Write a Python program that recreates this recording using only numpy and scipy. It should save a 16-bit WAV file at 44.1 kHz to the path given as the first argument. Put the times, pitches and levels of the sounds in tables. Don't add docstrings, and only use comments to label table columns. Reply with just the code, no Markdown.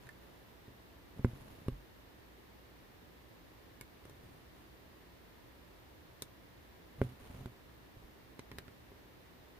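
import sys
import numpy as np
from scipy import signal
from scipy.fft import rfft, irfft, next_fast_len
from scipy.io import wavfile

SR = 44100
rng = np.random.default_rng(int(sys.argv[2]) if len(sys.argv) > 2 else 0)


def unload_wav(signal):
    wavfile.write(
        sys.argv[1],
        SR,
        np.round(np.clip(np.atleast_2d(signal).T, -1, 1) * 32767).astype(np.int16),
    )


N = 422919
T = np.arange(N) / SR
AGE = np.arange(SR // 3) / SR


def from_db(db):
    return 10 ** (np.asarray(db) / 20)


def rms_one(x):
    return x / np.sqrt(np.mean(x ** 2) + 1e-20)


def at_hz(points, hz):
    known_hz, values = np.transpose(points)
    return np.interp(np.log(hz + 1e-3), np.log(known_hz), values)


def band(x, hz, kind, order):
    return signal.sosfilt(signal.butter(order, np.clip(hz, 10, .45 * SR), kind, fs=SR, output="sos"), x)


def dying(t60):
    return np.exp(-np.log(1000) * AGE / t60)


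def add(track, start_s, sound):
    at = max(round(start_s * SR), 0)
    track[..., at:at + sound.shape[-1]] += sound[..., :N - at]


def resonate(click, modes, spread_db=1.2):
    out = 0
    for hz, db, t60 in modes:
        r = np.exp(-np.log(1000) / (t60 * SR))
        gain = from_db(db - spread_db * rng.standard_normal()) * (1 - r * r) / 2
        feedback = [1, -2 * r * np.cos(2 * np.pi * hz / SR), r * r]
        out = out + gain * signal.lfilter([1, 0, -1], feedback, click + 1e-18)
    return out


def stereo_noise(spectrum):
    # frequency_hz, side_minus_mid_db
    width = [(60, -13), (110, -5.5), (200, -2), (380, -1.5), (700, -0.5), (1290, 0.5), (2380, 0.5),
             (4400, 0), (8120, 0), (15000, 0.5)]
    size = next_fast_len(N)
    hz = np.arange(size // 2 + 1) * SR / size
    mid, side = rfft(rng.standard_normal((2, size))) * from_db(at_hz(spectrum, hz))
    mid = irfft(mid, size)[:N]
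    side = irfft(side * from_db(at_hz(width, hz)), size)[:N]
    return np.array([mid + side, mid - side]) / mid.std()


def room_tone(level_db=-61):
    # frequency_hz, density_db
    spectrum = [(21, -25), (37, -8.5), (62, 2), (91, -6.5), (125, -2.5), (146, -16), (166, -4.5),
                (199, -10.5), (312, -7), (456, -11.5), (532, -12.5), (638, -14.5), (1000, -20.5),
                (1300, -52), (2200, -120)]
    return from_db(level_db) * stereo_noise(spectrum) * from_db([[-.6], [.6]])


def microphone_hiss(level_db=-66.5):
    # frequency_hz, density_db
    spectrum = [(590, -11.5), (1000, 0.5), (1490, -3.5), (1670, -1), (1850, -1), (2500, -6.5), (2860, -6),
                (3100, -7.5), (3730, -7.5), (4480, -10.5), (7400, -19), (9740, -19), (14100, -12.5),
                (15400, -15)]
    return from_db(level_db) * stereo_noise(spectrum) * from_db([[-.2], [.2]])


def room_tail(dry, bass_db=-22, treble_db=-11, bass_t60=0.094, treble_t60=0.086, split_hz=900):
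    tail = 0
    for kind, db, t60, channels in (("low", bass_db, bass_t60, 1), ("high", treble_db, treble_t60, 2)):
        echoes = rng.standard_normal((channels, len(AGE))) * dying(t60) * (AGE > .002)
        tail = tail + from_db(db) * band(echoes / np.linalg.norm(echoes[0]), split_hz, kind, order=2)
    return signal.fftconvolve(dry, tail, axes=1)[:, :N]


def from_the_right(sound, delay_samples, pan_db):
    left, right = sound
    late_left = np.pad(left, (delay_samples, 0))[:N]
    return np.array([late_left * from_db(-pan_db / 2), right * from_db(pan_db / 2)])


def cloth_ring(release_s, ring_factor=1, pitch_factor=1, slackening=0.78, edge_hz=2470):
    # pitch_hz, level_db, t60_s
    cloth_modes = [(43, -25, 0.12), (67.6, -35, 0.16), (92, -14.5, 0.064), (106.5, -19.5, 0.14),
                   (127.5, -15, 0.21), (197.3, -10.5, 0.048), (255, -16, 0.12), (400, -7, 0.042),
                   (552, -16, 0.068), (815, -21, 0.018), (1090, -6.5, 0.013), (1400, -5, 0.011),
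                   (2110, -6.5, 0.0084)]
    tilt_db_per_octave = 1050 * (0.0014 - release_s)
    ring = 0
    for hz, db, t60 in cloth_modes:
        gain = from_db(db + tilt_db_per_octave * np.log2(hz / 250))
        ring = ring + gain * dying(t60 * ring_factor) * np.cos(2 * np.pi * hz * pitch_factor * AGE)
    push = np.clip((release_s - AGE) * SR, 0, 1) * np.exp(-slackening * AGE / release_s)
    drum = signal.fftconvolve(ring, push / push.sum())[:len(AGE)]
    return band(drum, edge_hz, "low", order=2)


def stroke(start_s, length_s, attack_s=0.015, sag_db_per_s=17.5, release_t60=0.53):
    age = np.maximum(T - start_s, 0)
    release = np.exp(-np.log(1000) * np.maximum(age - length_s, 0) / release_t60)
    return np.minimum(age / attack_s, 1) * from_db(-sag_db_per_s * age) * release


def weave_friction(slips_per_s=600, spread_db=3.5, spit_share=.6, rasp_db=1, rasp_octaves=0.062):
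    # frequency_hz, density_db
    fibre_spectrum = [(600, 22), (1800, 10), (3000, 9.5), (5000, 0.5), (7100, 1), (8000, -6), (9150, 2.5),
                      (9900, -1), (11600, 0.5), (12700, 1), (15000, -4)]
    # start_s, length_s, rumble_db, hiss_db, rasp_hz
    strokes = [(0, 0.041, -59.5, -62, 7000), (0.2, 0.32, -73, -65.5, 13000),
               (1.152, 0.036, -51.5, -66, 11000), (1.268, 0.45, -54.5, -62, 11000),
               (1.396, 0.34, -61, -70.5, 10800), (4.03, 0.16, -62, -68.5, 9300),
               (4.222, .16, -63, -68.5, 9500), (4.304, 0.035, -59, -77, 9000),
               (4.545, 0.065, -73, -65.5, 10200), (6.976, 0.081, -46.5, -63.5, 10000),
               (7.018, 0.035, -58, -61, 9600), (7.19, 0.028, -58, -62, 9200), (7.233, 0.14, -61, -63, 9150),
               (7.288, 0.14, -51, -66, 7000), (7.946, 0.21, -66, -88, 9000),
               (8.499, 0.15, -57.5, -82, 9000)]
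    slipping = rng.random(N) < slips_per_s / SR
    slips = slipping * from_db(spread_db * np.minimum(rng.exponential(1, N), 4))
    nudges = slips * rng.choice([-1, 1], N)
    rumble = rms_one(signal.fftconvolve(nudges, cloth_ring(release_s=0.00202, ring_factor=0.85))[:N])
    spits = rms_one(signal.fftconvolve(np.sqrt(slips), dying(t60=.01))[:N])
    hiss = rms_one(stereo_noise(fibre_spectrum) * (1 - spit_share + spit_share * spits))
    rumble_gain = rasping = 0
    for start_s, length_s, rumble_db, hiss_db, rasp_hz in strokes:
        friction = stroke(start_s, length_s)
        rumble_gain = np.maximum(rumble_gain, from_db(rumble_db) * friction)
        rasp = band(hiss, [rasp_hz / 2 ** rasp_octaves, rasp_hz * 2 ** rasp_octaves], "band", order=1)
        rasping = rasping + from_db(hiss_db) * friction * rms_one(hiss + from_db(rasp_db) * rasp)
    return rasping + rumble_gain * rumble


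def crack(scatter_db, scatter_t60):
    scatter = rng.standard_normal((2, len(AGE))) * dying(scatter_t60)
    click = from_db(scatter_db) * scatter / np.linalg.norm(scatter, axis=1, keepdims=True)
    click[:, 0] += 1
    return click / np.linalg.norm(click, axis=1, keepdims=True)


def needle_taps(colour_db=-1):
    # start_s, knock_db, snap_db, snap_low_hz, snap_high_hz, colour_factor,
    # hoop_db, favoured_hz, loss_db_per_octave, hoop_factor, drum_db, direction (+1 or -1)
    touches = [(.0700, -46, -43, 3500, 13000, 1, -9, 1780, 29, 1, -64, 1),
               (0.0907, -47, -36, 3500, 12000, .8, -3, 1780, 35, 1.12, -63, 1),
               (1.2463, -18, -41, 3500, 15000, 1.28, -16, 1500, 0.5, 1, -54, -1),
               (1.2546, -40, -37, 9500, 15000, 1.22, -30, 9000, 10, 1, -60, -1),
               (1.6835, -17, -33.5, 5500, 14000, 1.25, 0, 2450, 30, .92, -60, -1),
               (3.8113, -20, -23, 7500, 12000, 1.29, 3, 2100, 14, 0.93, -41, 1),
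               (4.054, -28, -41, 3500, 13500, 1, -31, 2800, 11, 1, -62, -1),
               (4.097, -27, -38, 3500, 13500, 1, -25, 2800, 6, 1, -46.5, -1),
               (6.2220, -14.5, -15.5, 2800, 13400, 1, -5.5, 2300, 6.5, 0.96, -36.5, 1),
               (7.0159, -27, -34, 6500, 15000, 1.27, -5.5, 2100, 19, 1, -52, 1),
               (7.4590, -20, -36, 7000, 14000, 1.27, -20, 2100, 10, 0.86, -58, 1),
               (8.3930, -15, -37, 2600, 12500, 1.05, -21, 950, 12, 0.68, -36.5, -1),
               (8.3947, -29, -33, 2500, 7000, 1.08, -8, 3500, 16, 1.03, -51, 1),
               (8.516, -14, -40, 6000, 13500, 1.3, -16, 1300, 7, 0.79, -38.5, -1),
               (8.585, -9.5, -25.5, 5500, 13200, 1.3, -3, 1000, 3, 1, -37, -1),
               (8.681, -22.5, -53, 3500, 13800, 1, -10, 1500, 21, 1.3, -41.5, -1)]
    # pitch_hz, level_db, t60_s
    treble_peaks = [(3800, 11, 0.0079), (5640, 5, 0.0084), (6900, -2, .005), (9150, 4.5, 0.0036),
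                    (11750, -10, .004), (14000, -1, .004)]
    # pitch_hz, level_db, t60_s
    hoop_modes = [(1043, -3, 0.023), (1300, -5, 0.046), (1580, -3, 0.038), (1815, -7.5, 0.034),
                  (1990, -27, 0.049), (2356, -4.5, 0.041), (2940, -9.5, 0.022), (3800, -4, 0.028),
                  (4010, -9, 0.056)]
    drum = cloth_ring(release_s=0.00059, ring_factor=0.8, pitch_factor=1.006)
    contact, hoop = np.zeros((2, 2, N))
    for (start_s, knock_db, snap_db, snap_low_hz, snap_high_hz, colour_factor,
         hoop_db, favoured_hz, loss_db_per_octave, hoop_factor, drum_db, direction) in touches:
        knock = crack(scatter_db=-3.5, scatter_t60=0.024)
        knock = band(band(knock, 370, "high", order=1), 2460, "low", order=2)
        snap = crack(scatter_db=-1, scatter_t60=0.022)
        snap = band(band(snap, snap_low_hz, "high", order=2), snap_high_hz, "low", order=3)
        colour = [(hz * colour_factor, db, t60) for hz, db, t60 in treble_peaks]
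        snap = snap + from_db(colour_db) * resonate(snap, colour)
        tap = from_db(knock_db) * knock + from_db(snap_db) * snap + from_db(drum_db) * drum
        add(contact, start_s, direction * tap)
        tuned = [(hz * hoop_factor, db, t60) for hz, db, t60 in hoop_modes]
        favoured = [(hz, db - loss_db_per_octave * abs(np.log2(hz / favoured_hz)), t60)
                    for hz, db, t60 in tuned]
        ring = resonate(crack(scatter_db=-7, scatter_t60=0.0026), favoured)
        add(hoop, start_s, direction * from_db(hoop_db) * ring)
    return contact, hoop


def cloth_pops():
    # start_s, level_db, release_s, direction (+1 or -1),
    # ring_factor (fingers on the cloth shorten the ring), pitch_factor (tension raises it)
    releases = [(0.681, -38, .0016, 1, 1.2, 0.98), (1.194, -25, 0.0027, 1, 0.99, 1.02),
                (1.2466, -10, 0.00161, -1, 0.74, 0.93), (1.283, -38, 0.0057, 1, 0.82, 0.92),
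                (1.302, -36, 0.0035, -1, 1.1, 1), (1.333, -30.5, 0.00445, -1, 0.99, 1.1),
                (1.618, -38, .003, 1, 0.9, 1.2), (1.665, -34, .003, 1, .8, 1),
                (1.6836, -17.5, 0.0014, -1, 0.63, 0.96), (1.721, -31.5, 0.0093, 1, 1.7, 1.07),
                (4.054, -40.5, 0.0012, 1, .8, 0.9), (7.016, -14.5, 0.0008, 1, 0.85, 0.98),
                (7.236, -47, .004, 1, 0.97, 1.2), (7.301, -34.5, 0.0024, 1, 1.2, 0.94),
                (7.346, -36, 0.0036, 1, .9, 0.91), (7.4586, -27.5, 0.0017, 1, 0.92, 0.92),
                (7.969, -38, 0.0049, 1, 0.69, 0.93), (8.044, -40.5, 0.0083, -1, .9, 1.17),
                (8.918, -45.5, 0.0007, 1, 2.2, 0.97)]
    out = np.zeros(N)
    for start_s, level_db, release_s, direction, ring_factor, pitch_factor in releases:
        pop = cloth_ring(release_s, ring_factor, pitch_factor)
        add(out, start_s, direction * from_db(level_db) * pop)
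    return out


def scene():
    contact, hoop = needle_taps()
    stitching = cloth_pops() + contact + weave_friction()
    work = from_the_right(stitching, delay_samples=4, pan_db=1.2) + hoop
    return room_tone() + microphone_hiss() + room_tail(work) + work


def record(dry, cutoff_hz=15450):
    return signal.sosfilt(signal.ellip(10, .1, 70, cutoff_hz, fs=SR, output="sos"), dry)


dry = scene()
out = record(dry)
unload_wav(out)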